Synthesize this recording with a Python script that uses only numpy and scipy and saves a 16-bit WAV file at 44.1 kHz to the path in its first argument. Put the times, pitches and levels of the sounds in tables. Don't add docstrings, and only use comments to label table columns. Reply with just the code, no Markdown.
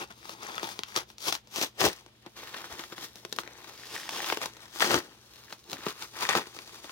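import sys
import numpy as np
from scipy import signal
from scipy.fft import rfft, irfft, next_fast_len
from scipy.io import wavfile
from scipy.ndimage import uniform_filter1d, map_coordinates

SR = 44100
rng = np.random.default_rng(int(sys.argv[2]) if len(sys.argv) > 2 else 0)


def wav_record(signal):
    frames = np.transpose(np.atleast_2d(signal))
    bounded = np.clip(frames, -1, 1)
    quanta = np.round(bounded * 32767).astype(np.int16)
    wavfile.write(sys.argv[1], SR, quanta)


def ratio(d):
    e = np.asarray(d, float) / 20
    return 10 ** e


N = 304731

# (start [s], level [dB], boom re level [dB], hiss re level [dB])
SNAPS = [(.106, -42.5, -4.5, -21), (.254, -34.5, -24.5, -20), (0.294, -24, -17.5, -17),
         (.58, -16.5, -39.5, -29), (.63, -23.5, -13.5, -19), (.791, -21.5, -19.5, -14),
         (.835, -22, -34, -14.5), (.885, -44.5, -27, -7.5), (.963, -21, -24, -8), (1.102, -33, -20, -19.5),
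         (1.183, -43, -21.5, -1), (1.205, -43, -21, -3), (1.282, -24, -22, -32), (1.325, -11, -32.5, -13),
         (1.352, -22, -30, -12), (1.473, -53.5, -1, 2), (1.56, -29, -15.5, -6), (1.615, -15, -19, -23.5),
         (1.633, -19.5, -19.5, -27.5), (1.781, -49, -21, -30), (1.799, -44, -31, -13),
         (1.815, -8, -15.5, -28.5), (1.852, -22, -17.5, -6.5), (2.063, -39.5, -12.5, -12),
         (2.263, -32.5, -10, -20), (2.473, -31, -41, -26.5), (2.544, -18.5, -35, -32.5),
         (2.615, -32, -20.5, -21), (2.794, -28, -10.5, -20), (2.838, -27, -44.5, -23.5),
         (2.924, -31, -12, -30), (2.981, -28.5, -15, -24), (3.027, -35.5, -12, -33), (3.157, -41.5, -11, 0),
         (3.25, -22, -18, -15), (3.326, -19, -23, -9), (3.363, -42.5, -9, 2.5), (3.387, -15, -24, -23.5),
         (3.435, -29, -23.5, -24), (3.476, -26.5, -27, -25), (3.644, -32, -28, -23), (4.092, -18, -28, -16),
         (4.244, -17.5, -41, -29), (4.3, -16.5, -25.5, -31), (4.324, -9, -17, -29),
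         (4.372, -21, -10.5, -14), (4.416, -24.5, -18, -20.5), (4.458, -23, -20, -6.5),
         (4.568, -33.5, -22.5, -15), (4.656, -38, -28.5, -18), (4.806, -13.5, -30, -26),
         (4.845, -19, -21, -27.5), (4.907, -12, -23, -29.5), (4.943, -8, -14, -26), (5.359, -43, -16, -8.5),
         (5.526, -24, -19.5, -15), (5.698, -43, -22.5, -4), (5.731, -25, -10.5, -9),
         (5.866, -18, -7.5, -24.5), (6.024, -30.5, -22, -9), (6.139, -39, -17, -19.5),
         (6.189, -42.5, -39, -3.5), (6.225, -23, -20.5, -19.5), (6.29, -6.5, -26.5, -21),
         (6.352, -12.5, -10.5, -18.5), (6.412, -30.5, -9.5, -29), (6.47, -34.5, -14, -29.5),
         (6.566, -37, -14, -18.5), (6.589, -24, -28.5, -19), (6.843, -30, -11.5, -23.5),
         (6.895, -24.5, -34.5, -35.5)]


def unit(x):
    return x / np.sqrt(np.mean(x ** 2))


def curves(table):
    s, *columns = np.transpose(table)
    return np.array([np.interp(np.arange(N) / SR, s, column) for column in columns])


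def colour(x, points):
    hz, db = np.transpose(points)
    grid = np.maximum(np.arange(1025) * SR / 2048, 1)
    log_gain = np.interp(np.log(grid), np.log(hz), db) * np.log(10) / 20
    cepstrum = irfft(log_gain)
    cepstrum[1:1024] *= 2
    cepstrum[1025:] = 0
    impulse = irfft(np.exp(rfft(cepstrum)))
    return signal.fftconvolve(x, impulse)[..., :N]


def pole(x, hz, kind="low"):
    return signal.lfilter(*signal.butter(1, hz, kind, fs=SR), x)


def walk(rate):
    hold = int(SR / rate)
    steps = np.repeat(rng.standard_normal(N // hold + 1), hold)
    return uniform_filter1d(steps, hold // 2)[:N]


def delay(x, ms):
    return map_coordinates(x, [np.arange(N) - ms * SR / 1000], order=3)


def pair(length, hz):
    both, left, right = rng.standard_normal((3, length))
    return pole(both, hz) + pole(np.array([left, right]), hz, "high")


def hum():
    # (frequency [Hz], level ahead of a 3.5 dB lift and the wavering [dB])
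    partials = [(59.3, -74), (118.6, -69), (215, -73.5), (322, -83.5)]
    out = 0
    for hz, db in partials:
        level = ratio(db + 3.5 + 2.2 * walk(9.3))
        out = out + level * np.sin(2 * np.pi * hz * np.arange(N) / SR)
    return out


def air():
    # (frequency [Hz], relative level per Hz [dB])
    air_colour = [(30, -10), (55, 5), (120, 0), (300, -6.5), (600, -10), (2000, -13.5), (3500, -8),
                  (6500, -24), (8000, -31), (15600, -29)]
    tone = np.array([colour(port, air_colour) for port in pair(N, 187)])
    return ratio(-64) * unit(tone)


def work():
    # (time [s], paper crackle [dB], padding boom [dB], fibre hiss [dB])
    hold = [(0.0, -69.5, -78, -63), (.35, -70.5, -57.5, -57.5), (1.0, -78.5, -69.5, -74.5),
            (1.44, -83.5, -70, -76.5), (1.75, -80, -78, -70), (1.97, -75, -69, -70), (2.3, -75, -74, -66),
            (2.5, -73, -70, -51.5), (3.1, -66, -69, -60.5), (3.37, -69.5, -59, -57),
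            (3.45, -57.5, -60, -61), (3.9, -55.5, -61, -48), (4.2, -54.5, -64.5, -52.5),
            (4.5, -68, -66, -65), (4.71, -72, -71, -67), (5.05, -59.5, -58, -56.5), (5.2, -69, -70, -62),
            (5.45, -65.5, -69.5, -59), (5.6, -81.5, -72, -61.5), (5.78, -59, -67, -63),
            (6.12, -72.5, -65.5, -54.5), (6.5, -59, -62, -53), (6.91, -57, -60.5, -51)]
    # (peak time [s], swell [dB per ms], fade [dB per ms],
    # crackle [dB], boom re crackle [dB], hiss re crackle [dB])
    tears = [(0.026, .04, .7, -42.5, -5, -5), (.113, .8, .7, -50, -7, -6), (.301, .15, .18, -54, -9.5, 4),
             (.456, .22, .05, -47, -9, -2.5), (.57, .07, .1, -50.5, -2.5, -1.5),
             (0.643, .7, .4, -38.5, -5, 1), (0.699, .25, .18, -51, -13.5, 5.5), (.89, .45, .25, -53, -7, 4),
             (0.975, .75, .6, -33, -5, 2), (1.107, .35, .4, -74, 1.5, 16), (1.22, .7, .17, -54.5, -6, 13.5),
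             (1.285, .55, .75, -33, -6, 6.5), (1.346, .4, .7, -44, -9, 7),
             (1.578, .36, .27, -42, -9.5, 6.5), (1.629, .45, .55, -33, -9.5, 5),
             (1.806, .95, .17, -33, -16, 1), (1.857, .45, .65, -27.5, 4, 4),
             (2.268, .55, .7, -55, -3.5, -15.5), (2.378, .6, .08, -48.5, -7.5, -1),
             (2.553, .33, .12, -47, -7.5, -7.5), (2.74, .17, .55, -47.5, -3.5, -1),
             (2.793, .7, .4, -46.5, -9, -1), (2.85, .2, .8, -50.5, -11, 0.5),
             (2.927, .7, .55, -51.5, -5, -2.5), (2.985, .7, .4, -52.5, -6, 1.5),
             (3.046, .3, .7, -49, -7, 8), (3.18, .25, .3, -65, -1, 8), (3.399, 1.3, .8, -60, 5.5, 18.5),
             (3.955, .25, .13, -46, -6.5, 3), (4.125, .6, .07, -46.5, -3, 3.5),
             (4.321, .06, .25, -41, -23, 1.5), (4.427, .8, .4, -37, -10, 1),
             (4.655, .08, .55, -57.5, -8, 2), (4.781, .2, .18, -52, -14.5, 6.5),
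             (4.819, .8, .18, -30, -9, 0), (4.95, .18, .43, -29, -1, -0.5), (5.37, .15, .15, -66, -5, 7),
             (5.52, .4, .3, -57, -4, 5.5), (5.735, .33, .33, -51, 4, 5), (5.906, .14, .6, -42.5, -8, -0.5),
             (6.035, .3, .55, -44.5, -10, 3), (6.237, .3, .37, -34, -9.5, -0.5),
             (6.3, 1.1, .25, -29, -15, -6.5), (6.371, .29, .39, -32, -4.5, -2)]
    crest_db = 4
    ms = np.arange(N) * 1000 / SR
    power = ratio(curves(hold)) ** 2
    for s, swell, fade, db, boom_db, hiss_db in tears:
        late = ms - 1000 * s
        slope = np.where(late < 0, swell, fade)
        shape = ratio(crest_db - np.hypot(late * slope, crest_db))
        levels = ratio(db + np.array([[0], [boom_db], [hiss_db]]))
        power = power + (levels * shape) ** 2
    return np.sqrt(power)


def swarm(rate, spread_db, t60, tint_db):
    sizes_db = np.minimum(spread_db * rng.exponential(size=N), 22)
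    kicks = (rng.random(N) < rate / SR) * ratio(sizes_db)
    tints = ratio(tint_db * rng.standard_normal((3, N)))
    keep = np.exp(-np.log(1000) / (t60 * SR))
    return unit(signal.lfilter([1], [1, -keep], kicks * tints))


def rustle(gains):
    grain = swarm(1200, 4.96, 0.00564, 7.1)
    larger = ratio(-7.5) * swarm(110, 13.2, 0.0065, 7.45)
    rubbing = ratio(5.5)
    jerks = ratio(1.8 * walk(50))
    return gains * unit((grain + larger + rubbing) * jerks)


def padding(sheet):
    # (frequency [Hz], width [Hz], gain [dB])
    modes = [(168.2, 18.8, -11.5), (372.2, 23.8, -6.5), (976, 197, -15)]
    return sum(ratio(db) * signal.lfilter(*signal.iirpeak(hz, hz / width, SR), sheet) for hz, width, db in modes)


def paper(envelopes):
    # (frequency [Hz], relative level per Hz [dB])
    paper_colour = [(45, -35.5), (100, -12), (160, -7), (350, 1.5), (600, -1), (1100, 1), (2000, -4.5),
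                    (3400, -4), (6200, -8), (7600, -15), (10000, -16.5), (15600, -17.5)]
    boom_hz, hiss_hz = 733, 3275
    size = next_fast_len(N)
    noise = rng.standard_normal(N)
    hz = np.arange(size // 2 + 1) * SR / size
    pull = np.array([1, 1, -1, -3, -4, -3, -1, 1, 2]) * ratio(-3)
    for s, *_ in SNAPS:
        noise[int(s * SR):int(s * SR) + 9] = pull
    boom = 1 / (1 + (hz / boom_hz) ** 4)
    hiss = 1 - 1 / (1 + (hz / hiss_hz) ** 4)
    shares = np.array([1 - boom - hiss, boom, hiss])
    plain = irfft(shares * rfft(colour(noise, paper_colour), size), size).std(axis=1, keepdims=True)
    gated = rfft(noise * envelopes / plain, size)
    sheet = colour(irfft(np.sum(shares * gated, axis=0), size), paper_colour)
    return sheet + padding(sheet)


def facets(crackle):
    # (frequency [Hz], level re crackle gain [dB])
    patches = [(520, -17.5), (800, -9), (1250, -17.5), (1800, -4), (2600, -18), (3500, -10.5),
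               (4800, -13.5), (6100, -11.5)]
    out = 0
    for hz, db in patches:
        sizes_db = np.minimum(6.68 * rng.exponential(size=N), 20)
        kicks = (rng.random(N) < 45 / SR) * ratio(sizes_db) * rng.choice([-1, 1], N)
        ringing = signal.lfilter(*signal.iirpeak(hz, 5.5, SR), kicks)
        out = out + ratio(db) * crackle * unit(ringing)
    return out


def snaps():
    t60_s = 0.01703
    out = np.zeros((3, N))
    crumble = ratio(2.45 * walk(900))
    for s, db, boom_db, hiss_db in SNAPS:
        i = int(s * SR)
        age = np.arange(min(SR // 10, N - i)) / SR / t60_s
        tails = np.exp(-np.log(1000) * np.outer([1, .6, 1.1], age))
        levels = ratio(db + 0.5 + np.array([[-12], [boom_db], [hiss_db]]))
        out[:, i:i + len(age)] += levels * tails * crumble[i:i + len(age)]
    return out


def thuds():
    # (time [s], peak level [dB])
    knocks = [(0.973, -60.5), (1.857, -42), (2.716, -53), (4.958, -47), (6.345, -52.5)]
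    thud_hz, t60_s, rise_s = 69.2, 0.098, 0.0097
    age = np.arange(SR // 4) / SR
    fade = np.exp(-np.log(1000) * age / t60_s)
    knock = np.sin(2 * np.pi * thud_hz * age) * fade * (1 - np.exp(-age / rise_s))
    hits = np.zeros(N)
    for s, db in knocks:
        hits[int(s * SR)] = ratio(db)
    return signal.fftconvolve(hits, knock / knock.max())[:N]


def far_port(near, envelopes, lag_ms):
    other = pole(pole(paper(envelopes), 1960, "high"), 1960, "high")
    far = delay(near, lag_ms) + ratio(7.0) * other
    dull = pole(far, 1670)
    return dull + (far - dull) * ratio(-4.0 - 41 * lag_ms)


def table_echo(ports):
    # (time [s], left [ms], right [ms])
    bounce = [(0, 0.794, 0.9), (.6, 0.837, 0.89), (1.3, .88, 1.29), (1.5, .34, 0.512), (2.0, 0.352, 0.439),
              (2.6, 0.557, 0.686), (3.3, 0.5525, 0.48), (4.2, 0.32, 0.593), (4.9, 0.663, 0.478),
              (6.3, 0.843, 0.459)]
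    return np.array([x + ratio(-13) * delay(x, ms) for x, ms in zip(ports, curves(bounce))])


def room(x):
    t60_s, rise_s = 0.133, 0.00328
    age = np.arange(SR // 2) / SR
    decay = np.exp(-np.log(1000) * age / t60_s)
    tail = pole(pair(len(age), 430), 9950) * decay * np.minimum(age / rise_s, 1)
    return ratio(-14.5) * signal.fftconvolve(x[None], unit(tail) / np.sqrt(len(age)))[:, :N]


def scene():
    # (time [s], right port lag [ms], left minus right gain [dB])
    where = [(0.0, 0.2035, 4), (1.2, 0.18, 4.5), (2.0, 0.1154, 4), (2.4, 0.069, 2.5), (3.6, 0.084, 4.5),
             (4.0, 0.0124, 3.5), (4.4, 0.0877, 3.5), (4.9, 0.1303, 5), (5.6, 0.048, 3), (6.4, 0.113, 3.5),
             (6.9, 0.096, 3)]
    lag_ms, pan_db = curves(where)
    gains = work()
    envelopes = rustle(gains) + snaps()
    near = paper(envelopes) + facets(gains[0]) + thuds()
    far = far_port(near, envelopes, lag_ms)
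    balance = ratio(np.array([pan_db, -pan_db]) / 2)
    return table_echo((near, far)) * balance + room(near) + air() + hum()


def band_limit(x):
    return signal.sosfilt(signal.butter(12, 16800, fs=SR, output="sos"), x)


def record(dry):
    mic_low = signal.butter(2, 55, "high", fs=SR, output="sos")
    top_cut = signal.ellip(8, .2, 40, 15900, fs=SR, output="sos")
    mix = signal.sosfilt(np.vstack([mic_low, top_cut]), dry)
    return band_limit(mix)


dry = scene()
out = record(dry)
wav_record(out)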